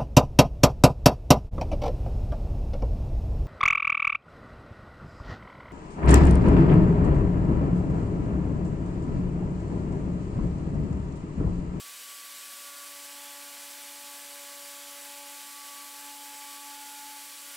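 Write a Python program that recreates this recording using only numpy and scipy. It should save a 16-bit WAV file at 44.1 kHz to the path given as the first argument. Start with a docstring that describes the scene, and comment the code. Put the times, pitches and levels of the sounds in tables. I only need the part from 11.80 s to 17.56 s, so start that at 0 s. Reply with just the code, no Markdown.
"""Air grinder cutting plastic

An air-driven die grinder cuts a groove in a plastic part, close by on a workbench. Exhaust air hisses
throughout and the four-vane rotor whines. Hand pressure slows the shaft a little and makes the bearing
sing and the burr (the cutting tip) rasp. The plastic hums on the first multiples of the shaft speed as
the burr bites. A small workshop adds a short echo to the hiss, the rasp and two brief squeals."""
import sys
import numpy as np
from scipy import signal
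from scipy.fft import rfft, irfft
from scipy.io import wavfile
from scipy.ndimage import uniform_filter1d

SR = 44100
rng = np.random.default_rng(int(sys.argv[2]) if len(sys.argv) > 2 else 0)


def generate_wav(sig):
    """Save sig (samples, or channels by samples) to the path in sys.argv[1] as 16-bit PCM at SR."""
    pcm = np.round(np.clip(np.atleast_2d(sig).T, -1, 1) * 32767).astype(np.int16)
    wavfile.write(sys.argv[1], SR, pcm)


N = 254016
T = np.arange(N) / SR

# how hard the hand pushes, 0 dB being a full push: t/s, level/dB
HAND_PRESSURE = [(0.0, -18.5), (0.73, -12.0), (0.88, -5.5), (1.27, -3.5), (2.33, -4.5), (2.6, -0.5),
                 (3.48, -1.0), (3.7, -18.0), (3.92, -9), (4.75, -11.5), (5.18, -19.0), (5.76, -8.5)]
# how firmly the burr bites, 0 dB being a full bite: t/s, level/dB
BITE_DEPTH = [(0.0, -40), (0.95, -22.5), (1.38, -8.5), (1.9, -10.5), (2.28, -7), (2.6, -11), (3.2, -9),
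              (3.4, -4.5), (3.75, -8), (4.05, -8), (4.3, -1.5), (4.76, -4.5), (4.9, -0.5), (5.35, -1.0),
              (5.52, -14.5), (5.76, -11.5)]
# tone colour of the exhaust hiss: f/Hz, relative level/dB
HISS_COLOUR = [(30, -32), (60, -22.5), (110, -26), (190, -24.5), (235, -13), (400, -12.5), (700, -8),
               (1200, -4.5), (1900, -0.33), (3300, 0), (6200, -1.2), (8500, 0.5), (11000, -1),
               (13500, -3.5), (15800, -5)]
# whistles of the exhaust slots: f/Hz, width/Hz, relative level/dB
SLOT_WHISTLES = [(7470, 53, -66), (7670, 35, -74), (7850, 60, -67), (7980, 55, -66.5), (10380, 140, -68)]
# the bearing's ball-pass tone and side tones whole turns apart: shaft multiple, relative level/dB
BEARING_TONES = [(2.58, -72.5), (3.58, -67.5), (4.58, -71.5), (5.58, -76), (8.57, -77), (11.5, -76)]
# tones in the rotor's whine: shaft multiple, relative level/dB
WHINE_TONES = [(6, -69), (7, -67.5), (8, -71.5), (9, -75), (10, -68), (12, -66.5), (16, -78), (18, -69.5),
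               (20, -82), (24, -68.5), (28, -72.5), (32, -74), (36, -66.5), (38, -74), (40, -75), (44, -79),
               (48, -77), (52, -73)]
# the vane tone swells and fades as the tool is moved: t/s, level/dB
VANE_LEVEL = [(0.0, -56.0), (0.18, -62.5), (0.3, -57.5), (0.78, -56), (1.02, -52), (1.25, -60),
              (1.8, -59.5), (1.9, -71), (2.15, -63), (2.24, -57.5), (2.46, -67), (2.72, -58.5),
              (3.12, -56.5), (3.22, -64.5), (3.4, -53.5), (3.54, -61.5), (3.76, -53.5), (4.02, -53),
              (4.36, -67), (4.77, -52), (5.02, -67), (5.33, -66.0), (5.45, -62), (5.76, -59.5)]
# squeals of the burr: t/s, f/Hz before detuning, length/s, level/dB
BURR_SQUEALS = [(.36, 7800, 0.022, -51), (.6, 7950, .06, -55)]
# tone colour of the tearing chips: f/Hz, relative level/dB
CHIP_COLOUR = [(80, -30), (250, -10.5), (600, -14), (1500, 1), (2700, 0), (5000, -7), (14000, -13)]
# hum of the plastic: shaft multiple, level/dB at full push and bite, dB per dB of push, dB per dB of bite
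HUM_TONES = [(1, -60, 0.07, 0.41), (2, -56, 1, 0), (3, -49, 0, 1)]
# faint overtone at five times the shaft speed: t/s, level/dB
OVERTONE_LEVEL = [(0.0, -71), (0.78, -66), (0.98, -58.0), (1.26, -73), (1.68, -66), (1.85, -74), (4.8, -70),
                  (5.22, -57), (5.5, -75.5), (5.76, -62.5)]


def undb(db):
    """Turn decibels into a gain."""
    return 10 ** (np.asarray(db) / 20)


def unit(x):
    """Scale a signal to an average (rms) level of 1."""
    return x / np.sqrt(np.mean(x ** 2))


def curve(table):
    """Join a table's points in time with straight lines."""
    return np.interp(T, *np.transpose(table))


def wander(rate):
    """A smooth random wiggle of rms 1 that changes about rate times a second."""
    hold = max(int(SR / rate), 2)
    steps = rng.standard_normal(4096)[np.arange(N) // hold]
    return unit(uniform_filter1d(uniform_filter1d(steps, hold), hold))


def colour(x, points):
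    """Shape a sound's lows and highs by a colour table; rms 1."""
    hz, db = np.transpose(points)
    f = np.maximum(np.fft.rfftfreq(N, 1 / SR), 1)
    gain = undb(np.interp(np.log(f), np.log(hz), db))
    return unit(irfft(rfft(x) * gain, N))


def ring(hz, width_hz):
    """Noise that rings around one pitch; rms 1."""
    f = np.fft.rfftfreq(N, 1 / SR)
    return unit(irfft(rfft(rng.standard_normal(N)) / (1 + 2j * (f - hz) / width_hz), N))


def tone(turns, multiple):
    """A sine wave that swings multiple times per turn; rms 1."""
    return np.sqrt(2) * np.sin(2 * np.pi * (multiple * turns + rng.random()))


def workshop(x, echo_db=-9, fade_s=0.18):
    """Bench and walls add a short wash of echo that falls 60 dB in fade_s."""
    t = T[:SR // 2]
    tail = rng.standard_normal(len(t)) * np.exp(-np.log(1000) * t / fade_s)
    return x + undb(echo_db) * signal.fftconvolve(x, tail / np.linalg.norm(tail))[:N]


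def exhaust(hiss_db=-44.5, flutter_db=0.42, whistle_gain_db=1.5):
    """A steady jet of air hisses, flutters slightly and whistles in the slots it leaves by."""
    jet = colour(rng.standard_normal(N), HISS_COLOUR)
    whistles = sum(undb(db + 1.7 * wander(6)) * ring(hz, width) for hz, width, db in SLOT_WHISTLES)
    return jet * undb(hiss_db + flutter_db * wander(50)) + undb(whistle_gain_db) * whistles


def shaft_turns(push_db, free_hz=286.06, slowdown_hz=1.4, wobble_hz=0.25):
    """Count the shaft's turns so far: pushing slows it and the cut makes its speed tremble."""
    speed_hz = free_hz - slowdown_hz * undb(push_db) ** 2 + wobble_hz * wander(40)
    return np.cumsum(speed_hz) / SR


def bearing(turns, friction_db, gain_db=-1.0, flicker_db=1.6):
    """The rolling balls sing louder as the shaft is pushed sideways."""
    balls = sum(tone(turns, multiple) * undb(db + flicker_db * wander(12))
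                for multiple, db in BEARING_TONES)
    return undb(gain_db + friction_db) * balls


def rotor_whine(turns, gain_db=-2.0, flicker_db=3.0):
    """The vanes chop the air into a high, wavering whine."""
    whine = sum(tone(turns, multiple) * undb(db + flicker_db * wander(14))
                for multiple, db in WHINE_TONES)
    return undb(gain_db) * whine


def vane_tone(turns, vanes=4, flutter_db=1.56):
    """Each vane passes the exhaust port once a turn, and together they make one tone."""
    return tone(turns, vanes) * undb(curve(VANE_LEVEL) + flutter_db * wander(16))


def burr_squeals(waver_hz=40, detune=0.99):
    """The burr catches and rings for an instant."""
    drift = np.cumsum(waver_hz * wander(200)) / SR
    squeals = np.zeros(N)
    for peak_s, hz, length_s, db in BURR_SQUEALS:
        swell = np.exp(-(2 * (T - peak_s) / length_s) ** 2)
        squeals += undb(db) * swell * tone(hz * T + drift, detune)
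    return squeals


def burr_rasp(turns, friction_db, rasp_db=-60, uneven_db=3.5):
    """Chips tear off in a burst on each turn, no two bursts alike."""
    bursts = (1 + np.cos(2 * np.pi * turns)) * undb(uneven_db * wander(150))
    chips = colour(bursts * rng.standard_normal(N), CHIP_COLOUR)
    return chips * undb(rasp_db + friction_db)


def plastic_hum(turns, push_db, flutter_db=0.96, overtone_flutter_db=2.5):
    """The burr nudges the plastic once a turn: pushing lifts the second tone, biting the first and third."""
    bite_db = curve(BITE_DEPTH)
    hum = np.zeros(N)
    for multiple, full_db, per_push, per_bite in HUM_TONES:
        level_db = full_db + per_push * push_db + per_bite * bite_db
        hum += tone(turns, multiple) * undb(level_db + flutter_db * wander(25.01))
    overtone = tone(turns, 5) * undb(curve(OVERTONE_LEVEL) + overtone_flutter_db * wander(14))
    return hum + overtone


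def scene(friction_per_push=0.33):
    """Mix the sounds; the tool is straight ahead, so left and right are the same."""
    push_db = curve(HAND_PRESSURE)
    friction_db = friction_per_push * push_db  # in the cut and the bearing
    turns = shaft_turns(push_db)
    air_and_chips = workshop(exhaust() + burr_rasp(turns, friction_db) + burr_squeals())
    tones = plastic_hum(turns, push_db) + vane_tone(turns)
    tones += rotor_whine(turns) + bearing(turns, friction_db)
    return np.tile(air_and_chips + tones, (2, 1))


def record(dry, top_hz=15750):
    """A steep filter cuts off the highest treble."""
    return signal.sosfilt(signal.ellip(12, 0.1, 70, top_hz, fs=SR, output="sos"), dry)


dry = scene()
out = record(dry)
generate_wav(out)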